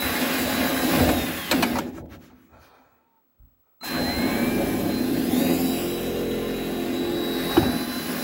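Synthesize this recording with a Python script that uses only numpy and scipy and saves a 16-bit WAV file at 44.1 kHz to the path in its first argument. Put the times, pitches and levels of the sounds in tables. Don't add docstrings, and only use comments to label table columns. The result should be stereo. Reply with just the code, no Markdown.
import sys
import numpy as np
from scipy import signal
from scipy.fft import rfft, irfft, next_fast_len
from scipy.io import wavfile
from scipy.ndimage import uniform_filter1d, map_coordinates

SR = 44100
rng = np.random.default_rng(int(sys.argv[2]) if len(sys.argv) > 2 else 0)


def file_out(sig):
    cols = np.atleast_2d(sig).T
    lim = np.clip(cols, -1, 1)
    pcm = np.round(lim * 32767).astype(np.int16)
    wavfile.write(sys.argv[1], SR, pcm)


def linear_from_db(decibels):
    return 10 ** (np.asarray(decibels, float) / 20)


N = 362943
MESH_PER_ROTOR, MESH_PER_FLUTE = 12, 89.9
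SHOP_T60_S, NEAR_T60_S = .35, .05

# (time [s], gear mesh [Hz], mesh whine [dB])
THROTTLE_STAGES = [
    [(0, 3941, -33), (.26, 3925, -44.5), (.5, 3943, -40), (1.07, 3925, -45), (1.19, 3591, -39.5),
     (1.31, 3560, -44), (1.45, 2970, -41.5), (1.76, 1767, -44), (1.8, 1520, -73)],
    [(3.88, 1900, -90), (3.94, 1850, -43), (4.0, 1958, -37), (4.12, 2152, -39.5), (4.5, 2385, -39),
     (4.7, 2305, -46.5), (4.9, 2242, -52), (4.97, 2603, -55), (5.28, 2640, -57)],
    [(5.29, 3860, -53), (5.42, 3883, -37), (5.7, 3915, -39), (6.2, 3917, -45), (6.8, 3888, -45),
     (6.97, 3915, -39.5), (7.5, 3837, -34.5), (7.76, 4023, -38.5), (8.23, 4013, -42)],
]
# (frequency [Hz], width [Hz], level [dB])
BOOM_MODES = [(164.7, 12, -3), (211, 11, -4), (234.9, 11, 3.5), (255, 20, 5), (276.4, 13, 1.5),
              (300, 26, -3), (337.3, 14, 0.5), (390.4, 10, -4), (439, 11, -17)]
# (time [s], left lag [samples], left minus right
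# [dB], shading by a shoulder [dB])
DRILL_BEARING = [(0, 4, -3, 0), (.7, -2.5, 0.5, -2), (1.2, -14.5, -1, 0.5), (2, -5, -1, -5.5),
                 (2.7, 10, -1.5, -9), (3.3, -1, -2, -7), (3.42, 8.5, 12.5, -9), (3.65, -5.5, -2, -5.5),
                 (4.7, -4, -1, 1), (5.7, -17, -1, 5), (6.3, -14, -0.5, -3.5), (7.3, -10, -1, -2.5),
                 (8.2, -8, -1, 1.5)]
# (time [s], extra path [ms], share left [1], share right [1], rotor orders [dB])
HOOD_MIRROR = [(5.05, .8, 0, 0, -5), (5.2, .7, .6, .1, 0), (5.35, .56, .7, .1, 3), (5.5, .47, .7, .2, 2),
               (5.7, .4, .7, .2, 2), (5.9, .38, .7, .1, 2), (6.2, .33, .5, 0, -2), (6.35, .31, 0, 0, -6),
               (6.9, .27, 0, 0, -7), (7.3, .225, .3, .3, -7), (7.8, .195, .35, .35, -7),
               (8.23, .18, .15, .15, -7)]


def in_time(rows):
    s, *columns = np.transpose(rows)
    return [np.interp(np.arange(N) / SR, s, c) for c in columns]


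def rms_one(x):
    return x / np.sqrt(np.mean(x ** 2) + 1e-20)


def at_hz(points, hz):
    point_hz, value = np.transpose(points)
    return np.interp(np.log(hz + 1), np.log(point_hz), value)


def drift(rate_hz):
    r = np.exp(-80 * np.pi * rate_hz / SR)
    slow = signal.lfilter([1], [1, -2 * r, r * r], rng.standard_normal(N // 40 + 2002))[2000:]
    return np.interp(np.arange(N) / 40, np.arange(len(slow)), rms_one(slow))


def coloured(spectrum):
    size = next_fast_len(N)
    hz = np.fft.rfftfreq(size, 1 / SR)
    (low_hz, low_db), (high_hz, high_db) = spectrum[0], spectrum[-1]
    ends = [(low_hz * .8, low_db - 30), *spectrum, (high_hz * 1.2, high_db - 30)]
    white = rfft(rng.standard_normal(size))
    return rms_one(irfft(white * linear_from_db(at_hz(ends, hz)), size)[:N])


def body(force, modes):
    out = 0
    for k, (hz, width_hz, db) in enumerate(modes):
        r = np.exp(-np.pi * width_hz / SR)
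        zeros = [(1 - r * r) / 2, 0, -(1 - r * r) / 2]
        poles = [1, -2 * r * np.cos(2 * np.pi * hz / SR), r * r]
        out = out + (-1) ** k * linear_from_db(db) * signal.lfilter(zeros, poles, force + 1e-18)
    return out


def motor_speed():
    spin_up_s = .055
    first, *later = THROTTLE_STAGES
    stop_s, start_s = first[-1][0], later[0][0][0]
    still = [(stop_s + .05, 0, -120), (start_s - .08, 0, -120), (start_s - .002, 0, -60)]
    asked_hz, mesh_db = in_time(np.vstack([first, still, *later]))
    r = np.exp(-1 / (spin_up_s * SR))
    mesh_hz = signal.lfilter([1 - r], [1, -r], asked_hz, zi=[r * asked_hz[0]])[0]
    return mesh_hz, mesh_db


def effort():
    # (time [s], feed of the bit into the panel [dB], motor [dB])
    stages = [
        [(0, -30.5, -30.5), (.8, -25, -30.5), (.95, -22, -28.5), (1.12, -21.5, -33), (1.26, -29.5, -35.5),
         (1.48, -37, -36), (1.54, -22.5, -33.5), (1.785, -27, -38), (1.805, -30.5, -48)],
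        [(3.8, -81, -101), (3.812, -54.5, -68), (3.84, -43, -36), (3.91, -32, -34), (4.01, -25.5, -35),
         (4.5, -22, -37), (5.02, -24, -42), (5.28, -22.5, -40.5)],
        [(5.44, -20, -38), (5.6, -22.5, -40), (5.97, -27, -41), (6.3, -25.5, -41), (6.67, -27.5, -40),
         (7.2, -25, -40), (7.55, -28, -34), (7.66, -21, -37.5), (7.86, -31, -38.5), (8.23, -29.5, -36.5)],
    ]
    panel_settles_db_per_s, motor_dies_db_per_s = 39, 140
    first, *later = stages
    s, feed_db, motor_db = first[-1]
    quiet = (s + 1, feed_db - panel_settles_db_per_s, motor_db - motor_dies_db_per_s)
    return in_time(np.vstack([first, quiet, *later]))


def jolts():
    # (time [s], ring [dB], sway [dB], fade [s])
    jolt_rows = [(.05, -42, -35.5, 0.11), (.42, -45, -38, 0.27), (2.85, -75, -67, 0.085),
                 (4.6, -34, -39, 0.19), (.82, -34, -51.5, 0.074), (1.0, -21, -23.5, 0.12),
                 (1.732, -31, -37, 0.089), (2.01, -47, -41, 0.14), (2.34, -74, -57, 0.037),
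                 (2.55, -64, -54, 0.084), (3.401, -87, -60, 0.11), (3.98, -31, -37.5, 0.23),
                 (4.18, -39.5, -35, 0.027), (4.29, -38, -32.5, 0.022), (5.36, -53, -48, 0.065),
                 (7.592, -28, -23, 0.041)]
    rise_s = .02
    t = np.arange(N) / SR
    gains = np.zeros((2, N))
    for s, ring_db, sway_db, fade_s in jolt_rows:
        shape = np.exp(-np.maximum((s - t) / rise_s, (t - s) / fade_s))
        gains += shape * linear_from_db([[ring_db], [sway_db]])
    return gains


def evenness(mesh_hz, jolt):
    even_top, upset_hz_per_s, upset_db = .96, 1200, -27
    first_hole_even = 0.64
    break_through_s, free_even = 7.57, 0.34
    change_hz_per_s = uniform_filter1d(np.abs(np.gradient(mesh_hz)) * SR, SR // 5)
    ragged = np.where(np.arange(N) < THROTTLE_STAGES[1][0][0] * SR, first_hole_even, 1)
    ragged[round(break_through_s * SR):] = free_even
    return ragged * even_top / (1 + change_hz_per_s / upset_hz_per_s + jolt / linear_from_db(upset_db))


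def flute_beat(turn):
    # (frequency [Hz], level [dB])
    hood_response = [(40, -9.5), (87, -15.5), (105, -3), (130, -10), (173, -5.5), (220, -3), (260, -2),
                     (300, -6), (347, -1.5), (392, -2.5), (440, -5.5), (520, -8), (600, -16.5), (720, -21),
                     (900, -36)]
    # (time [s], frequency [Hz], lift [dB], lift of every fourth harmonic [dB])
    facing = [(0, 260, 13.5, 11), (1.1, 260, 12, 4.5), (4.0, 260, 7.5, 1.5), (4.4, 256, 11, 2),
              (4.65, 234.3, 5.5, 6), (5.1, 255, 13, 7), (5.45, 213.7, 4, 14), (5.75, 249.9, 8.5, 2.5),
              (5.95, 410, 4, 0.5), (6.4, 430.1, 2, 0.5), (6.6, 300, 4.5, 2.5), (7.0, 309.6, 11.5, 5),
              (7.4, 295.8, 6.5, 0), (8.23, 300, 3, 12)]
    facing_octaves, odd_db, waver_db = .4, -15, 2.2
    turn_hz, out = np.gradient(turn)[::8] * SR, 0
    facing_hz, facing_db, planet_db = (c[::8] for c in in_time(facing))
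    for k in range(2, 36):
        octaves_off = np.log2((k * turn_hz + 1) / facing_hz)
        db = facing_db * np.exp(-(octaves_off / facing_octaves) ** 2) + at_hz(hood_response, k * turn_hz)
        db = db + odd_db * (k % 2) + planet_db * (k % 4 == 0) + waver_db * drift(1.7)[::8]
        out = out + linear_from_db(db) * np.sin(2 * np.pi * (k * turn[::8] + rng.random()))
    out = signal.resample_poly(out, 8, 1)[:N]
    return out / np.sqrt(uniform_filter1d(out ** 2, SR // 4) + 1e-9)


def cutting(mesh_hz, even, boom_db, ring_db):
    # (frequency [Hz], width [Hz], level [dB])
    ring_modes = [(501.4, 31, -1), (534, 19, -2), (556.6, 37, 0), (660, 56, -5.5), (700, 25, -2),
                  (798, 111, -7.5), (906, 130, -4), (937, 110, -6)]
    bite, lumpy_db = 0.23, 1.5
    panel_top_hz = 1700
    turn = np.cumsum(mesh_hz / MESH_PER_FLUTE / 2 / SR)
    swell = np.exp(bite * np.cos(4 * np.pi * turn) / 2)
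    torn = rng.standard_normal(N) * swell * linear_from_db(lumpy_db * drift(38))
    share = even * (mesh_hz > 1000)
    loose = np.sqrt(1 - share ** 2)
    boom = share * flute_beat(turn) + loose * rms_one(body(torn, BOOM_MODES))
    panel = linear_from_db(boom_db) * boom + linear_from_db(ring_db) * rms_one(body(torn, ring_modes))
    return signal.sosfilt(signal.butter(4, panel_top_hz, fs=SR, output="sos"), panel)


def panel_sway(feed_db, even, jolt):
    # (frequency [Hz], density [dB per Hz])
    sway_colour = [(40, -11.5), (54, -9), (70, -1.5), (105, -3), (140, -8), (220, -30), (500, -95)]
    sway_db, calm_db, wander_db = -14, -12, 2.5
    swell = linear_from_db(feed_db + sway_db + calm_db * even + wander_db * drift(1.7))
    return np.hypot(swell, jolt) * coloured(sway_colour)


def whine(mesh_hz, mesh_db, hiss_db):
    # (multiple [1], level over the fan hiss [dB])
    rotor_orders = [(11, -25), (15, -15), (21, -25), (22, -23), (24, -18), (31, -24), (32, -24), (33, -24),
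                    (34, -25), (36, -24), (37, -23), (38, -23), (39, -23), (40, -21), (41, -25), (45, -23),
                    (47, -24)]
    # (time [s], length [s], level [dB])
    nulls = [(0.946, .02, -8), (1.064, 0.018, -5), (1.33, 0.033, -12), (4.03, .02, -9.5), (5.497, .02, -9),
             (5.6, 0.046, -17), (5.833, 0.047, -20), (6.16, 0.026, -2), (6.369, 0.033, -7),
             (6.887, 0.043, -12), (7.106, .03, -11), (7.43, .03, -5.5), (7.869, 0.019, -9),
             (8.13, .05, -16)]
    waver_db, wobble, strain_db = .7, .0016, 1.5
    free_hz, free_order, free_db = 3990, 9, -50
    t = np.arange(N) / SR
    phase = 2 * np.pi * np.cumsum(mesh_hz * (1 + wobble * drift(25)) / MESH_PER_ROTOR / SR)
    full = np.clip((mesh_hz - 2900) / 600, 0, 1)
    strain = np.clip(uniform_filter1d(np.gradient(mesh_hz) * SR, SR // 20) / 2500, 0, 1)
    mesh_db = mesh_db + sum(db * np.exp(-((t - s) / length_s) ** 2) for s, length_s, db in nulls)
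    out = linear_from_db(mesh_db + (1.5 + full) * waver_db * drift(7.8)) * np.sin(MESH_PER_ROTOR * phase)
    for order, db in rotor_orders:
        order_db = hiss_db + db + strain_db * strain + 4.0 * drift(6.0) - 4.5
        out += full * linear_from_db(order_db) * np.sin(order * phase + order)
    free = np.clip((mesh_hz - free_hz) / 30, 0, 1)
    out += free * linear_from_db(free_db) * np.sin(free_order * phase)
    return np.sqrt(2) * out, phase


def grind_and_fan(phase, motor_db, shade_db, hiss_db):
    # (frequency [Hz], density [dB per Hz])
    grind_colour = [(500, -31.5), (850, 2), (934, -13.5), (1040, 0.5), (1170, -6.5), (1500, -3.5),
                    (2350, -4), (3290, -9), (3800, -7.5), (4940, -25), (8360, -120)]
    sizzle_colour = [(2470, -17.5), (4200, -2.5), (4350, -5.5), (5050, -3.5), (6220, -8), (7580, -5.5),
                     (9500, -23), (12400, -33.5), (20900, -120)]
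    hiss_colour = [(5290, -33.5), (9000, -15), (9580, -13.5), (10500, -5.5), (13000, -6), (15600, -2),
                   (16000, -12)]
    grind_db = motor_db - 2.15 + .1 * shade_db
    sizzle_db = motor_db - 4.5 + 0.6 * shade_db
    rotor = np.cos(phase)
    bite = 1 + 0.19 * np.cos(phase * MESH_PER_ROTOR / MESH_PER_FLUTE)
    grind = coloured(grind_colour) * (1 + 1.2 * rotor) * bite * linear_from_db(grind_db + 2.1 * drift(68))
    flicker_db = 0.52 * drift(35)
    sizzle = coloured(sizzle_colour) * (1 + 1.1 * rotor) * linear_from_db(sizzle_db + flicker_db)
    hiss = coloured(hiss_colour) * (1 + 0.45 * rotor) * linear_from_db(hiss_db + flicker_db)
    return grind + sizzle + hiss


def screen_whistle(hiss_db):
    screen_hz, screen_db = 15733, -62.5
    t = np.arange(N) / SR
    tone = np.sin(2 * np.pi * screen_hz * t) + linear_from_db(-25.5) * np.sin(np.pi * screen_hz * t)
    return np.sqrt(2) * linear_from_db(screen_db + 0.073 * (hiss_db + 77) + 3.0 * drift(8)) * tone


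def shop_floor():
    # (frequency [Hz], density [dB per Hz])
    floor_colour = [(24, -35), (40, -11.5), (111, -4.5), (169, -15), (502, -4.5), (888, -11), (1350, -9.5),
                    (1490, -16), (1960, -18), (12600, -33.5), (15000, -31)]
    return linear_from_db(-73) * np.array([coloured(floor_colour), coloured(floor_colour)])


def snags():
    # (time [s], crack [dB], boom [dB], boom [Hz], brightness [dB])
    snag_rows = [(1.5128, -12.5, -25, 523, 13), (1.5185, -33.5, -26, 600, 7), (1.5235, -29, -31, 700, -6),
                 (1.527, -22, -32.5, 617, -15), (1.537, -35.5, -24.5, 290, -14.5),
                 (1.6247, -20, -29, 700, 16), (1.629, -13.5, -30, 700, 2), (1.634, -21, -27.5, 2210, -7),
                 (1.756, -26.5, -32, 1997, -8), (1.768, -29.5, -45, 920, -22), (1.7862, -21.5, -31, 300, 9),
                 (1.978, -43.5, -43, 593, -28), (3.81, -51, -51, 1300, 8.5), (3.833, -35, -42, 700, -15),
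                 (7.568, -14.5, -27.5, 1000, -17.5), (7.575, -33, -11, 331.4, -17),
                 (7.625, -30, -31, 790, -33), (.995, -24, -37.5, 2370, -14), (1.09, -21, -39, 2200, -12),
                 (1.546, -38, -25.5, 255, -21.5)]
    # (time [s], boom [dB], boom [Hz], length [s])
    bumps = [
        (2.309, -58, 243, 0.018),
        (2.583, -64, 257, 0.0086),
        (2.795, -62, 255, 0.014),
        (3.399, -58.5, 48.1, 0.058),
        (3.467, -75, 261, .019),
    ]
    # (frequency [Hz], width [Hz], level [dB])
    clank_modes = [(600, 250, 5), (944, 300, 14.5), (1400, 260, 13.5), (2130, 620, 12), (3120, 560, 9.5),
                   (3680, 1400, 5), (4600, 640, -12.5), (5500, 900, -12.5), (8140, 690, -12),
                   (11100, 1600, -29), (14200, 1800, -14)]
    crunch_s, bump_crack_db, bump_bright_db = 0.0069, -37, -22
    t, out = np.arange(SR // 4) / SR, np.zeros(N + SR)
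    hard = [(*row, crunch_s) for row in snag_rows]
    soft = [(s, db + bump_crack_db, db, hz, bump_bright_db, length_s) for s, db, hz, length_s in bumps]
    for s, crack_db, boom_db, boom_hz, bright_db, length_s in hard + soft:
        fade = np.exp(-t / length_s)
        crunch = rng.standard_normal(len(t)) * rng.exponential(1, len(t)) * fade
        crunch[0] += 7.0
        spread_db = rng.normal(0, 2, len(clank_modes))
        tilted = [(hz, width_hz, db + bright_db * np.log2(hz / 1500) / 3 + own_db)
                  for (hz, width_hz, db), own_db in zip(clank_modes, spread_db)]
        clank = body(crunch, tilted) + 0.067 * linear_from_db(bright_db) * crunch
        push = 2.0 * fade * np.sin(2 * np.pi * boom_hz * t)
        boom = .5 * body(crunch, BOOM_MODES) + body(push + crunch, [(boom_hz, 80, -8)])
        at = round(s * SR)
        out[at:at + len(t)] += 0.8 * linear_from_db(crack_db) * clank + 5.6 * linear_from_db(boom_db) * boom
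    return out[:N]


def scuffs():
    # (time [s], level [dB], length [s])
    strokes = [(1.83, -61, 0.019), (1.88, -49, .022), (1.943, -58, 0.019), (1.976, -46, 0.029),
               (2.058, -57, 0.0034), (2.09, -73, 0.013), (2.133, -46.5, 0.03), (2.244, -54.5, 0.041),
               (2.293, -68, 0.034), (2.416, -61.5, 0.085), (2.645, -53.5, 0.045), (2.766, -70, 0.06),
               (2.92, -76, .08)]
    # (frequency [Hz], density [dB per Hz])
    scuff_colour = [(900, 0), (1500, 2.5), (2500, -1), (4500, -7.5), (7000, -8.5), (9000, -19),
                    (12000, -9.5), (15500, -15)]
    t = np.arange(N) / SR
    stroke = sum(linear_from_db(db) * np.exp(-((t - s) / length_s) ** 2) for s, db, length_s in strokes)
    return stroke * coloured(scuff_colour)


def rub():
    # (time [s], level [dB])
    drag_rows = [(2.3, -56), (2.45, -80), (2.54, -50.5), (2.62, -54.5), (2.74, -51.5), (3.02, -68.5),
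                 (3.24, -80), (3.6, -88.5), (3.67, -72), (3.8, -79)]
    # (frequency [Hz], width [Hz], level [dB])
    rub_modes = [(507, 240, -1.5), (818, 170, 3.5), (1000, 210, -0.5), (1327, 79, 4), (1750, 780, -9.5),
                 (2540, 230, -8), (3300, 700, -19), (4700, 450, -25)]
    # (time [s], pitch [Hz], level [dB])
    squeak_rows = [
        (2.97, 877, -86),
        (3.01, 897, -70),
        (3.1, 921, -66),
        (3.19, 905, -68),
        (3.24, 897, -89.5),
    ]
    t = np.arange(N) / SR
    grit = rng.standard_normal(N) * linear_from_db(1.0 * drift(40))
    dragging = (t > drag_rows[0][0]) * (t < drag_rows[-1][0])
    drag = dragging * linear_from_db(in_time(drag_rows)[0]) * rms_one(body(grit, rub_modes))
    hz, db = in_time(squeak_rows)
    squeaking = (t > squeak_rows[0][0]) * (t < squeak_rows[-1][0])
    phase = 2 * np.pi * np.cumsum(hz * (1 + 0.0056 * drift(30))) / SR
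    return drag + squeaking * np.sqrt(2) * linear_from_db(db + 1.5 * drift(20.3)) * np.sin(phase)


def chopper():
    # (time [s], level [dB])
    chop_rows = [(3.806, -46), (3.84, -38.5), (4.1, -32.5), (4.46, -46.5), (4.6, -57), (4.82, -52),
                 (4.96, -38.5), (5.14, -52), (5.3, -53)]
    chop_hz, attack_s = 4097.5, .008
    t = np.arange(N) / SR
    on = np.clip((t - chop_rows[0][0]) / attack_s, 0, 1) * (t < chop_rows[-1][0])
    return np.sqrt(2) * on * linear_from_db(in_time(chop_rows)[0]) * np.sin(2 * np.pi * chop_hz * t)


def mirrored(x):
    path_ms, *share, _ = in_time(HOOD_MIRROR)
    late = np.array([np.interp(np.arange(N) - path_ms * SR / 1000, np.arange(N), side) for side in x])
    bright = signal.sosfilt(signal.butter(2, 1500, "high", fs=SR, output="sos"), late)
    return x + np.array(share) * bright


def ports(x, t60_s, diffuse=1):
    # (frequency [Hz], left minus right [dB])
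    balance = [(60, 0), (250, .3), (700, 1.5), (1400, -2.5), (2800, .7), (5600, 2.8), (10000, 4.8),
               (14000, 2.5)]
    # (frequency [Hz], share of sound unlike in the two ports [1])
    unlike = [(30, .22), (70, .12), (130, .03), (260, .05), (450, .12), (800, .4), (1500, .8), (16000, .99)]
    lag, pan_db, _ = in_time(DRILL_BEARING)
    size = next_fast_len(N + SR)
    hz = np.fft.rfftfreq(size, 1 / SR)
    t = np.arange(SR // 2) / SR
    tails = rng.standard_normal((2, len(t))) * linear_from_db(-60 * t / t60_s) * (t > .002)
    dull = signal.lfilter([.16], [1, -1.2, .36], tails)
    tails = dull + (tails - dull) * linear_from_db(-60 * t / NEAR_T60_S)
    walls = rfft(tails / np.sqrt(np.sum(tails[0] ** 2)), size)
    share = np.clip(diffuse * at_hz(unlike, hz), 0, 1)
    out = []
    for side, wall in zip((1, -1), walls):
        late = map_coordinates(x, [np.arange(N) - side * lag / 2], order=3, mode="nearest")
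        gain = linear_from_db(side * at_hz(balance, hz) / 2) * (np.sqrt(1 - share ** 2) + share * wall)
        out.append(linear_from_db(side * pan_db / 2) * irfft(rfft(late, size) * gain, size)[:N])
    return np.array(out)


def tone_ports(x):
    skew_rad = np.clip(0.79 + .2 * drift(1.5), -1.2, 1.2)
    turned = np.imag(signal.hilbert(x, next_fast_len(N))[:N])
    return x + np.tan(skew_rad) * turned * [[1], [-1]]


def scene():
    mesh_hz, mesh_db = motor_speed()
    feed_db, motor_db = effort()
    shade_db = in_time(DRILL_BEARING)[2]
    ring_jolt, sway_jolt = jolts()
    even = evenness(mesh_hz, ring_jolt)
    ring = linear_from_db(feed_db - 11.5 + 0.65 * (np.maximum(motor_db, -60) + 40.0))
    ring_db = 20 * np.log10(np.hypot(ring, ring_jolt))
    hiss_db = motor_db + 3 + shade_db
    tones, phase = whine(mesh_hz, mesh_db, hiss_db + in_time(HOOD_MIRROR)[3])
    drill = cutting(mesh_hz, even, feed_db, ring_db) + grind_and_fan(phase, motor_db, shade_db, hiss_db)
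    sway = panel_sway(feed_db, even, sway_jolt)
    steady = mirrored(ports(drill + sway, SHOP_T60_S))
    hits = ports(snags() + scuffs() + rub(), NEAR_T60_S, 0.7)
    pure = tone_ports(tones + screen_whistle(hiss_db) + chopper())
    return steady + hits + pure + shop_floor()


def roll_off(x):
    return signal.sosfilt(signal.butter(12, 17050, fs=SR, output="sos"), x)


def record(dry):
    top_hz = 15900
    mix = signal.sosfilt(signal.ellip(12, .5, 60, top_hz, fs=SR, output="sos"), dry)
    return roll_off(mix)


dry = scene()
out = record(dry)
file_out(out)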